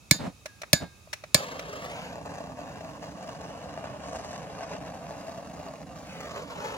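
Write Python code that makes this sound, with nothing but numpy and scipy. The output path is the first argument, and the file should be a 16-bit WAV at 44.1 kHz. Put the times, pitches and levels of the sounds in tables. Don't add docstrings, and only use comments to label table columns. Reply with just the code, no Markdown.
import sys
import numpy as np
from scipy import signal
from scipy.fft import rfft, irfft, next_fast_len
from scipy.io import wavfile
from scipy.ndimage import uniform_filter1d, map_coordinates

SR = 44100
rng = np.random.default_rng(int(sys.argv[2]) if len(sys.argv) > 2 else 0)


def wrap_up_sound(samples):
    columns = np.atleast_2d(samples).T
    tamed = np.clip(columns, -1, 1)
    steps = np.round(tamed * 32767).astype(np.int16)
    wavfile.write(sys.argv[1], SR, steps)


N = 298557
T = np.arange(N) / SR
LIT_S = 1.352


def gain_of(db):
    return 10 ** (np.asarray(db) / 20)


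def evened(x):
    return x / np.sqrt(np.mean(x ** 2) + 1e-20)


def follow(rows):
    seconds, *columns = np.transpose(rows)
    return [np.interp(T, seconds, column) for column in columns]


def coloured(x, spectrum, tilt_db=0):
    size = next_fast_len(x.shape[-1] + 4096)
    octave = np.log2(abs(np.fft.fftfreq(size, 1 / SR)) + 1)
    hz, db = np.transpose(spectrum)
    corner_octave = np.log2(hz + 1)
    db = np.interp(octave, corner_octave, db + tilt_db * corner_octave)
    log_gain = np.log(evened(gain_of(db)) + 1e-6)
    response = np.exp(np.conj(signal.hilbert(log_gain)))
    return np.fft.ifft(np.fft.fft(x, size) * response).real[..., :x.shape[-1]]


def wander(hz):
    f = np.fft.rfftfreq(N, 1 / SR)
    response = f / (f + 6) / np.sqrt(1 + (f / hz) ** 4)
    return evened(irfft(rfft(rng.standard_normal(N)) * response, N))


def noise_pair(apart, size=N):
    apart = np.clip(apart, 0, 1)
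    common = rng.standard_normal(size)
    return np.sqrt(1 - apart) * common + np.sqrt(apart) * rng.standard_normal((2, size))


def panned(x, left_db):
    return x * gain_of([[left_db / 2], [-left_db / 2]])


def resonate(x, hz, width):
    turn = np.exp(2j * np.pi * np.cumsum(hz * np.ones(N)) / SR)
    r = np.exp(-np.pi * width / SR)
    slow = signal.lfilter([1], [1, -2 * r, r * r], x / turn)
    return evened((turn * slow).real)


def swing(t, hz, t60, rise):
    t = np.maximum(t, 0)
    return -np.sin(2 * np.pi * hz * t) * np.exp(-np.log(1000) * t / t60) * (1 - np.exp(-t / rise))


def add(mix, s, sound):
    part = mix[:, max(round(s * SR), 0):][:, :sound.shape[1]]
    part += sound[:, :part.shape[1]]


# pitch_hz, level_db (relative)
AIR_SPECTRUM = [(30, 0), (55, 23.5), (100, 23), (170, 18), (320, 9.5), (700, 5), (1500, -4), (2000, -35),
                (3100, -2.5), (7200, -1), (8200, -7), (10500, -5.5), (16000, -61)]
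AIR_DB = -56.5


def air():
    return panned(gain_of(AIR_DB) * evened(coloured(noise_pair(0.28), AIR_SPECTRUM)), left_db=-3.5)


# pitch_hz, width_hz, level_db
TUBE_RESONANCES = [(1230, 96, -71), (2210, 73, -74), (2564, 240, -65.5), (3770, 170, -72)]
# pitch_hz, level_db (relative)
SEEP_SPECTRUM = [(1200, -0.5), (3000, -7), (6800, -2), (8200, -13), (10000, -8), (15000, -12)]
# start_s, pitch_hz (once settled), level_db
TUBE_WHISTLES = [(0.462, 1624, -54.5), (0.738, 1610, -41.5), (0.738, 2164, -50)]
WHISTLE_SHARP_HZ, WHISTLE_SETTLE_S, WHISTLE_T60_S = 80, 0.0396, 0.45


def unlit_gas(seep_db=-62, waver_db=2.5):
    whistle, t = np.zeros((2, N)), np.arange(SR) / SR
    for s, hz, db in TUBE_WHISTLES:
        turns = np.cumsum(hz + WHISTLE_SHARP_HZ * np.exp(-t / WHISTLE_SETTLE_S)) / SR
        tone = gain_of(db - 60 * t / WHISTLE_T60_S) * np.sqrt(2) * np.sin(2 * np.pi * turns)
        add(whistle, s, tone[None])
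    tube = sum(gain_of(db) * resonate(noise_pair(0.85), hz, width) for hz, width, db in TUBE_RESONANCES)
    seep = gain_of(seep_db) * coloured(noise_pair(1.0), SEEP_SPECTRUM)
    return (gain_of(waver_db * wander(hz=30)) * whistle + tube + seep) * (T < LIT_S)


# start_s, scrape_db, brightness_db_per_octave, handle_knock_db
TRIGGER_CLICKS = [(0.4572, -33, 4.5, -25), (0.4608, -42.5, -2.5, -39), (0.6167, -36, 4.5, -29.5),
                  (0.632, -33.5, -4, -34), (1.073, -59, -5, -37.5), (1.1295, -29.5, 3.5, -54),
                  (1.133, -30.5, 4, -31), (1.2373, -38.5, -1, -28), (1.593, -33, 2.5, -27)]
# pitch_hz, level_db (relative)
SCRAPE_SPECTRUM = [(240, -35), (400, -22.5), (588, -6.5), (1270, -4.5), (2510, -3), (3260, -17),
                   (3810, -8.5), (5030, -20), (5520, -9.5), (7990, -28.5), (9180, -25), (13500, -39),
                   (16000, -33)]


def trigger(fade_s=0.0052, tail_db=-22, tail_s=0.057):
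    out, t = np.zeros((2, N)), np.arange(SR // 5) / SR
    for s, db, bright_db, knock_db in TRIGGER_CLICKS:
        scrape = t / fade_s * np.exp(1 - t / fade_s * 2) * 2 + gain_of(tail_db) * np.exp(-t / tail_s)
        noise = scrape * noise_pair(0.89, size=len(t))
        tick = gain_of(db) * coloured(noise, SCRAPE_SPECTRUM, bright_db)
        add(out, s, tick + gain_of(knock_db) * swing(t, hz=617, t60=0.03, rise=0.0019))
    return out


# start_s, length_s, level_db (reached at the end)
FALSE_STARTS = [(0.131, 0.0088, -33.5), (0.186, 0.088, -33), (0.732, 0.031, -38.5), (0.798, 0.035, -34.5)]
# pitch_hz, level_db (relative)
SPUTTER_SPECTRUM = [(30, -10), (130, -1), (288, 0.5), (383, -11.5), (624, -4), (1380, -17.5), (2040, -19.5),
                    (4000, -30), (7170, -33), (14000, -51)]
# start_s, level_db
GAS_THUDS = [(0.159, -30), (0.2749, -23.5), (0.835, -25.5)]
SPUTTER_RISE_S, SPUTTER_GROWTH_DB_PER_S, SPUTTER_OUT_S = 0.02, 28, 0.017


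def sputter(flutter_db=1.5):
    burning = np.zeros(N)
    for s, length, db in FALSE_STARTS:
        past_end = T - s - length
        rise = np.clip((T - s) / SPUTTER_RISE_S, 0, 1)
        growth = rise * gain_of(db + SPUTTER_GROWTH_DB_PER_S * np.minimum(past_end, 0))
        burning += growth * np.exp(-np.maximum(past_end, 0) / SPUTTER_OUT_S)
    puffs = evened(gain_of(flutter_db * wander(hz=220)) * noise_pair(0.54))
    out, t = burning * coloured(puffs, SPUTTER_SPECTRUM), np.arange(SR // 8) / SR
    for s, db in GAS_THUDS:
        add(out, s, gain_of(db) * swing(t, hz=173, t60=0.061, rise=0.0011)[None])
    return panned(out, left_db=-1.5)


def ring(modes, t):
    total = 0
    for hz, db, t60 in modes:
        level = gain_of(db + 3 * rng.uniform(-1, 1) - 60 * t / t60)
        turns = hz * rng.uniform(.996, 1.004) * t
        total = total + level * np.sin(2 * np.pi * (turns + rng.random((2, 1))))
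    return total


# pitch_hz, level_db (relative)
CRACK_SPECTRUM = [(240, -34), (600, -17), (1200, -5.5), (1450, -20), (2300, 1.5), (3050, -8), (4300, 3),
                  (5100, 2), (5450, -2), (5800, -1.5), (7400, -1.5), (7900, -6), (9000, 0.5), (10500, -11),
                  (14500, -5), (16000, -24)]


def fine_ring(t, count=70, level_db=-31, t60_s=0.14):
    cloud = sum(np.sin(2 * np.pi * (hz * t + rng.random((2, 1)))) for hz in rng.uniform(1400, 10000, count))
    return coloured(gain_of(level_db - 60 * t / t60_s) * evened(cloud), CRACK_SPECTRUM)


# start_s, crack_db, thump_db, handle_knock_db, metal_ring_db, spring_zing_db
IGNITER_SNAPS = [(0.1103, -8, 1, -17, -30.5, -34.5), (0.7303, -8.5, -0.5, -4, -30, -51),
                 (1.3448, -8, -4.5, -5, -33.5, -40)]
# pitch_hz, level_db, t60_s
CASE_MODES = [(1720, -7, 0.093), (2214, 2, 0.038), (2370, -17, 0.092), (3530, -14.5, 0.097),
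              (4130, 5, 0.032), (4350, -15, 0.1), (4700, -10, 0.12), (4850, -10, 0.047), (5660, -7, 0.071),
              (7550, -21, 0.075), (8800, -12, 0.023)]
# pitch_hz, level_db, t60_s
METAL_MODES = [(1500, -8, 0.23), (1820, -19.5, 0.49), (3700, -4, 0.31), (4140, -7.5, 0.34),
               (4743, -3, 0.23), (5100, -10, 0.29), (6930, 5, 0.15), (7000, 4, 0.1)]
SPRING_HZ, SPRING_SWELL_S = 6815, 0.027
JOSTLE = 0.3


def igniter(chatter_s=0.0032, fade_s=0.0024, rattle_db=-24, rattle_s=0.028, rattle_rough_db=-3,
            case_db=-15, left_tilt_db=-2):
    out, t = np.zeros((2, N)), np.arange(SR // 2) / SR
    for s, crack_db, thump_db, knock_db, metal_db, spring_db in IGNITER_SNAPS:
        loose = wander(hz=300)[:len(t)]
        rattle = gain_of(rattle_db + rattle_rough_db * loose) * np.exp(-t / rattle_s)
        blow = np.exp(-np.maximum(t - chatter_s, 0) / fade_s) + rattle * (t > chatter_s)
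        left, right = gain_of(crack_db) * blow * noise_pair(0.97, size=len(t))
        crack = np.array([coloured(left, CRACK_SPECTRUM, left_tilt_db), coloured(right, CRACK_SPECTRUM)])
        case_ring = gain_of(case_db) * ring(CASE_MODES, t)
        metal_ring = gain_of(metal_db) * ring(METAL_MODES, t) * (1 + JOSTLE * loose)
        rings = case_ring + metal_ring + fine_ring(t)
        spring_swell = (t / SPRING_SWELL_S * np.exp(1 - t / SPRING_SWELL_S)) ** 3
        zing = spring_swell * np.sin(2 * np.pi * (SPRING_HZ * t + rng.random((2, 1))))
        recoil = swing(t - .0035, hz=155.6, t60=0.026, rise=0.0046)
        recoil += 0.19 * swing(t - .0048, hz=292, t60=0.028, rise=0.0025)
        knock = swing(t - .002, hz=597, t60=0.023, rise=0.0022)
        handle = gain_of(thump_db) * recoil + gain_of(knock_db) * knock
        snap = crack + rings * (1 - np.exp(-t / 0.00074)) + gain_of(spring_db) * zing + handle
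        add(out, s, panned(snap, left_db=-2.2))
    return out


def scattered(x, count=4):
    t = np.arange(SR // 12) / SR
    taps = rng.standard_normal((count, 2, len(t))) * np.exp(-t / 0.0053) * (t > .002)
    shares = np.array([wander(hz=2.84) for _ in taps])
    shares = shares / np.linalg.norm(shares, axis=0)
    total = 0
    for share, tap in zip(shares, taps):
        tap = tap / np.linalg.norm(tap[0])
        total = total + signal.oaconvolve((share * x)[None], tap, axes=1)[:, :N]
    return total


# time_s, scrap_contact (0-1), ground_echo_delay_ms, left_microphone_lead_ms
NOZZLE_PATH = [(1.4, 0.04, 1.53, 0.27), (1.79, 0.29, 1.52, .27), (2.0, 0.25, 1.17, 0.16),
               (2.16, 0.73, 1.02, 0.15), (4.5, 0.68, 1.05, 0.1), (5.9, 0.99, 1.03, 0.068),
               (6.03, 0.6, 1.09, 0.07), (6.11, 0.33, 1.21, 0.11), (6.42, 0.43, 1.715, 0.16),
               (6.65, 0.26, 1.9, 0.17)]
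# time_s, reach (0-1)
CURL_REACH = [(2.2, 0.04), (3.3, 0.5), (4.55, 0.55), (4.8, 0.15), (5.9, 0.38)]
CURL_ECHO, CURL_LEFT_MS, CURL_RIGHT_MS = 0.5, 1.496, 1.733
TREMOR_MS = 0.025


def over_concrete(x, ground_echo=0.47, left_shade=0.68, scatter=0.46, left_path=1.225):
    contact, echo_ms, lead_ms = follow(NOZZLE_PATH)
    inside = contact * follow(CURL_REACH)[0]
    left_echo = ground_echo * (1 - left_shade * inside)
    curl = CURL_ECHO * inside
    tremor_ms = TREMOR_MS * contact * wander(hz=1.6)

    def late(ms):
        return map_coordinates(x, [np.arange(N) - ms * SR / 1000], order=3)

    left = x + left_echo * late(left_path * echo_ms + tremor_ms) + curl * late(CURL_LEFT_MS + tremor_ms)
    right = late(lead_ms) + ground_echo * late(lead_ms + echo_ms + tremor_ms)
    right += curl * late(lead_ms + CURL_RIGHT_MS + tremor_ms)
    total_power = 1 + ground_echo ** 2 + curl ** 2 + scatter ** 2
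    return (np.array([left, right]) + scatter * scattered(x)) / np.sqrt(total_power)


# pitch_hz, level_db (relative)
LEFT_RESPONSE = [(400, 2), (500, -1), (700, 5), (880, 3.5), (1020, -1), (1200, 2), (2000, 1.5), (2900, 3),
                 (3700, 6.5), (6700, 4), (7700, -7.5), (8600, 1.5), (15000, 3)]
RIGHT_RESPONSE = [(400, -1.5), (520, 3.5), (700, 6), (900, -1.5), (1170, 4.5), (1500, -0.5), (2300, 1),
                  (2800, 4.5), (3400, 6.5), (6000, 3), (9700, 5), (15000, 2.5)]


def microphones(pair, left_db=1.73, right_db=1.3):
    left = gain_of(left_db) * coloured(pair[0], LEFT_RESPONSE)
    right = gain_of(right_db) * coloured(pair[1], RIGHT_RESPONSE)
    return np.array([left, right])


# start_s, length_s, pitch_hz, level_db
HOT_SPOTS = [(2.2, 0.26, 7350, -66), (2.965, 0.87, 5700, -68), (3.973, 0.44, 6160, -57),
             (4.496, 0.31, 5560, -59.5)]


def sizzle(fizz):
    total = 0
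    for s, length, hz, db in HOT_SPOTS:
        swell = np.sqrt(abs(np.sin(np.pi * np.clip((T - s) / length, 0, 1))))
        total = total + gain_of(db) * swell * resonate(fizz, hz, width=3000)
    return total


# time_s, roar_db, gas_jet_hiss_db (hiss_trim_db is added to the hiss)
FLAME_STRENGTH = [(1.42, -37, -46.5), (1.62, -42, -57.5), (1.76, -39, -50.5), (2.1, -39.5, -53),
                  (2.2, -44, -57), (2.35, -40, -55), (2.5, -44.5, -59), (2.62, -42, -56),
                  (3.05, -43.5, -55), (3.9, -41.5, -60.5), (4.17, -40, -55.5), (4.45, -41.5, -56),
                  (4.72, -39.5, -66), (4.82, -44.5, -59.5), (5.25, -41.5, -50.5), (5.47, -45.5, -55.5),
                  (5.6, -43.5, -52), (5.88, -48, -58), (6.07, -45, -53), (6.38, -39, -51),
                  (6.47, -42, -54.5), (6.66, -38, -50), (6.76, -36.5, -52)]
# start_s, pop_db (over the turbulence), swell_db, length_s
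FLAME_POPS = [(2.251, 16, 4, 0.026), (2.948, 13, -1, 0.047), (3.018, 22, 2.5, 0.056), (3.288, 16, 4, 0.027),
              (3.346, 16, 4.5, 0.015), (3.392, 23, 1.5, 0.035), (3.776, 29.5, 0, 0.017),
              (3.839, 18, 4.5, 0.038), (3.998, 20, 1.5, 0.018), (4.132, 26.5, 1.5, 0.023),
              (4.157, 29, 3.5, 0.016), (4.331, 26, 4, 0.033), (4.608, 29.5, 4, 0.037), (4.712, 6, 4, 0.16),
              (4.86, 8, 6, 0.039), (4.936, 24, 2.5, 0.016),  (5.675, 27, 1.5, 0.022),
              (5.949, 19, 2.5, 0.057), (6.198, 14, 4, 0.019), (6.352, 12, 2, 0.051),
              (6.641, 17, 2.5, 0.064)]
FLAME_LULLS = [2.24, 2.545, 3.0, 3.14, 3.383, 3.99, 4.79, 5.85, 6.46]
# pitch_hz, level_db (relative)
FREE_SPECTRUM = [(280, -20), (400, 0), (540, 0.5), (700, -6), (850, 0.5), (1300, -5), (2200, -9.5),
                 (2900, -12), (3500, -18.5), (6000, -24), (12000, -37.5)]
PRESSED_SPECTRUM = [(300, -20), (440, -1), (540, 0), (680, -0.5), (790, -6.5), (930, -9), (1150, -8),
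                    (1450, -14), (1800, -16), (2250, -18), (2900, -25), (3400, -43), (7000, -32.5),
                    (14000, -70)]
HISS_SPECTRUM = [(1500, -26), (3200, -2), (4500, 3.5), (6000, 4), (7200, 7.5), (8000, -4.5), (9800, -5.5),
                 (12000, -8), (15000, -13), (16000, -2)]
RUMBLE_SPECTRUM = [(25, -36), (40, -14), (65, -1.5), (110, -5), (165, 4.5), (230, -3.5), (290, 1),
                   (360, -16.5), (500, -9.5), (1000, -46.5)]
RUMBLE_DB = -46.5
POP_RISE_S, LULL_S, LULL_DB = 0.0032, 0.015, -6
HISS_GUST = 1.7
RUSH_HZ, RUSH_FALL, RUSH_DB, RUSH_WIDTH_HZ = 3350, 1.72, -47.5, 950
RUSH_SHADED = 0.35
RUSH_DRAG_DB = 3.5
GROW_S = 0.56
WHOOSH_HZ, WHOOSH_DB, WHOOSH_S = 2310, -45, 0.1
HOLLOW_HZ, HOLLOW_RISE_HZ, HOLLOW_WIDTH_HZ, HOLLOW_DB, HOLLOW_RISE_DB = 2716, 303, 216, -20.5, 0


def flame(free_flutter_db=1.0, pressed_flutter_db=4.5, gust_db=1.22, hiss_swell=1.1, hiss_pop=0.7,
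          hiss_trim_db=-1, pressed_hiss_db=-6.5, pressed_tilt_db=-3, whoosh_width_hz=2400):
    contact, echo_ms, _ = follow(NOZZLE_PATH)
    contact = np.clip(contact, 0, 1)
    inside, = follow(CURL_REACH)
    roar_db, hiss_db = follow(FLAME_STRENGTH)
    flutter_range_db = free_flutter_db + contact * (pressed_flutter_db - free_flutter_db)
    eddies_db = flutter_range_db * wander(hz=267)
    gusts_db = gust_db * wander(hz=33.5)
    flutter_db = eddies_db + gusts_db

    def churn(modulation_db):
        return evened(gain_of(modulation_db) * rng.standard_normal(N))

    puffs, swell_db = churn(0.82 * flutter_db), np.zeros(N)
    fizz = churn(eddies_db + HISS_GUST * gusts_db)
    for s, pop_db, rise_db, length in FLAME_POPS:
        puffs[round(s * SR)] -= gain_of(pop_db)
        fizz[round(s * SR)] -= hiss_pop * gain_of(pop_db)
        swell_db += rise_db * np.clip((T - s) / POP_RISE_S, 0, 1) * np.exp(-((T - s) / length) ** 4)
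    for s in FLAME_LULLS:
        swell_db += LULL_DB * np.exp(-((T - s) / LULL_S) ** 2)
    swelling_fizz = fizz * gain_of(swell_db)

    roar = (1 - contact) * coloured(puffs, FREE_SPECTRUM) + contact * coloured(puffs, PRESSED_SPECTRUM)
    roar *= gain_of(roar_db + swell_db)
    pressed_hiss = gain_of(pressed_hiss_db) * coloured(fizz, HISS_SPECTRUM, pressed_tilt_db)
    hiss = (1 - contact) * coloured(fizz, HISS_SPECTRUM) + contact * pressed_hiss
    hiss *= gain_of(hiss_db + hiss_trim_db + hiss_swell * swell_db)

    reach = np.clip((T - LIT_S) / GROW_S, 0, 1) ** 2 / (1 + (contact / RUSH_SHADED) ** 6)
    drag_db = RUSH_DRAG_DB * uniform_filter1d(np.maximum(np.gradient(echo_ms, T), 0), SR // 20)
    rush = resonate(swelling_fizz, RUSH_HZ / echo_ms ** RUSH_FALL, RUSH_WIDTH_HZ)
    rush *= reach * gain_of(RUSH_DB + drag_db + roar_db - roar_db.mean())
    burn_off = np.exp(-np.maximum(T - LIT_S, 0) / WHOOSH_S)
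    whoosh = gain_of(WHOOSH_DB) * burn_off * resonate(churn(flutter_db), WHOOSH_HZ, whoosh_width_hz)
    hollow = resonate(puffs, HOLLOW_HZ + HOLLOW_RISE_HZ * inside, HOLLOW_WIDTH_HZ)
    hollow *= contact * gain_of(roar_db + swell_db + HOLLOW_DB + HOLLOW_RISE_DB * inside)

    nozzle = over_concrete(roar + hiss + rush + whoosh + sizzle(swelling_fizz))
    jet = microphones(nozzle + panned(hollow, left_db=-7.0))
    rumble = coloured(evened(gain_of(0.53 * flutter_db) * noise_pair(0.033)), RUMBLE_SPECTRUM)
    lit = np.clip((T - LIT_S) / 0.0038, 0, 1)
    return lit * (jet + panned(gain_of(RUMBLE_DB) * rumble, left_db=-3.5))


def scene():
    return air() + unlit_gas() + trigger() + sputter() + igniter() + flame()


def record(dry, low_cut_hz=50, ceiling=0.8, edge_hz=15950):
    lean = signal.sosfilt(signal.butter(4, low_cut_hz, "high", fs=SR, output="sos"), dry)
    held = ceiling * np.tanh(lean / ceiling)
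    band_limit = signal.firwin(511, edge_hz, window=("kaiser", 9), fs=SR)
    return signal.oaconvolve(held, band_limit[None], "same")


dry = scene()
out = record(dry)
wrap_up_sound(out)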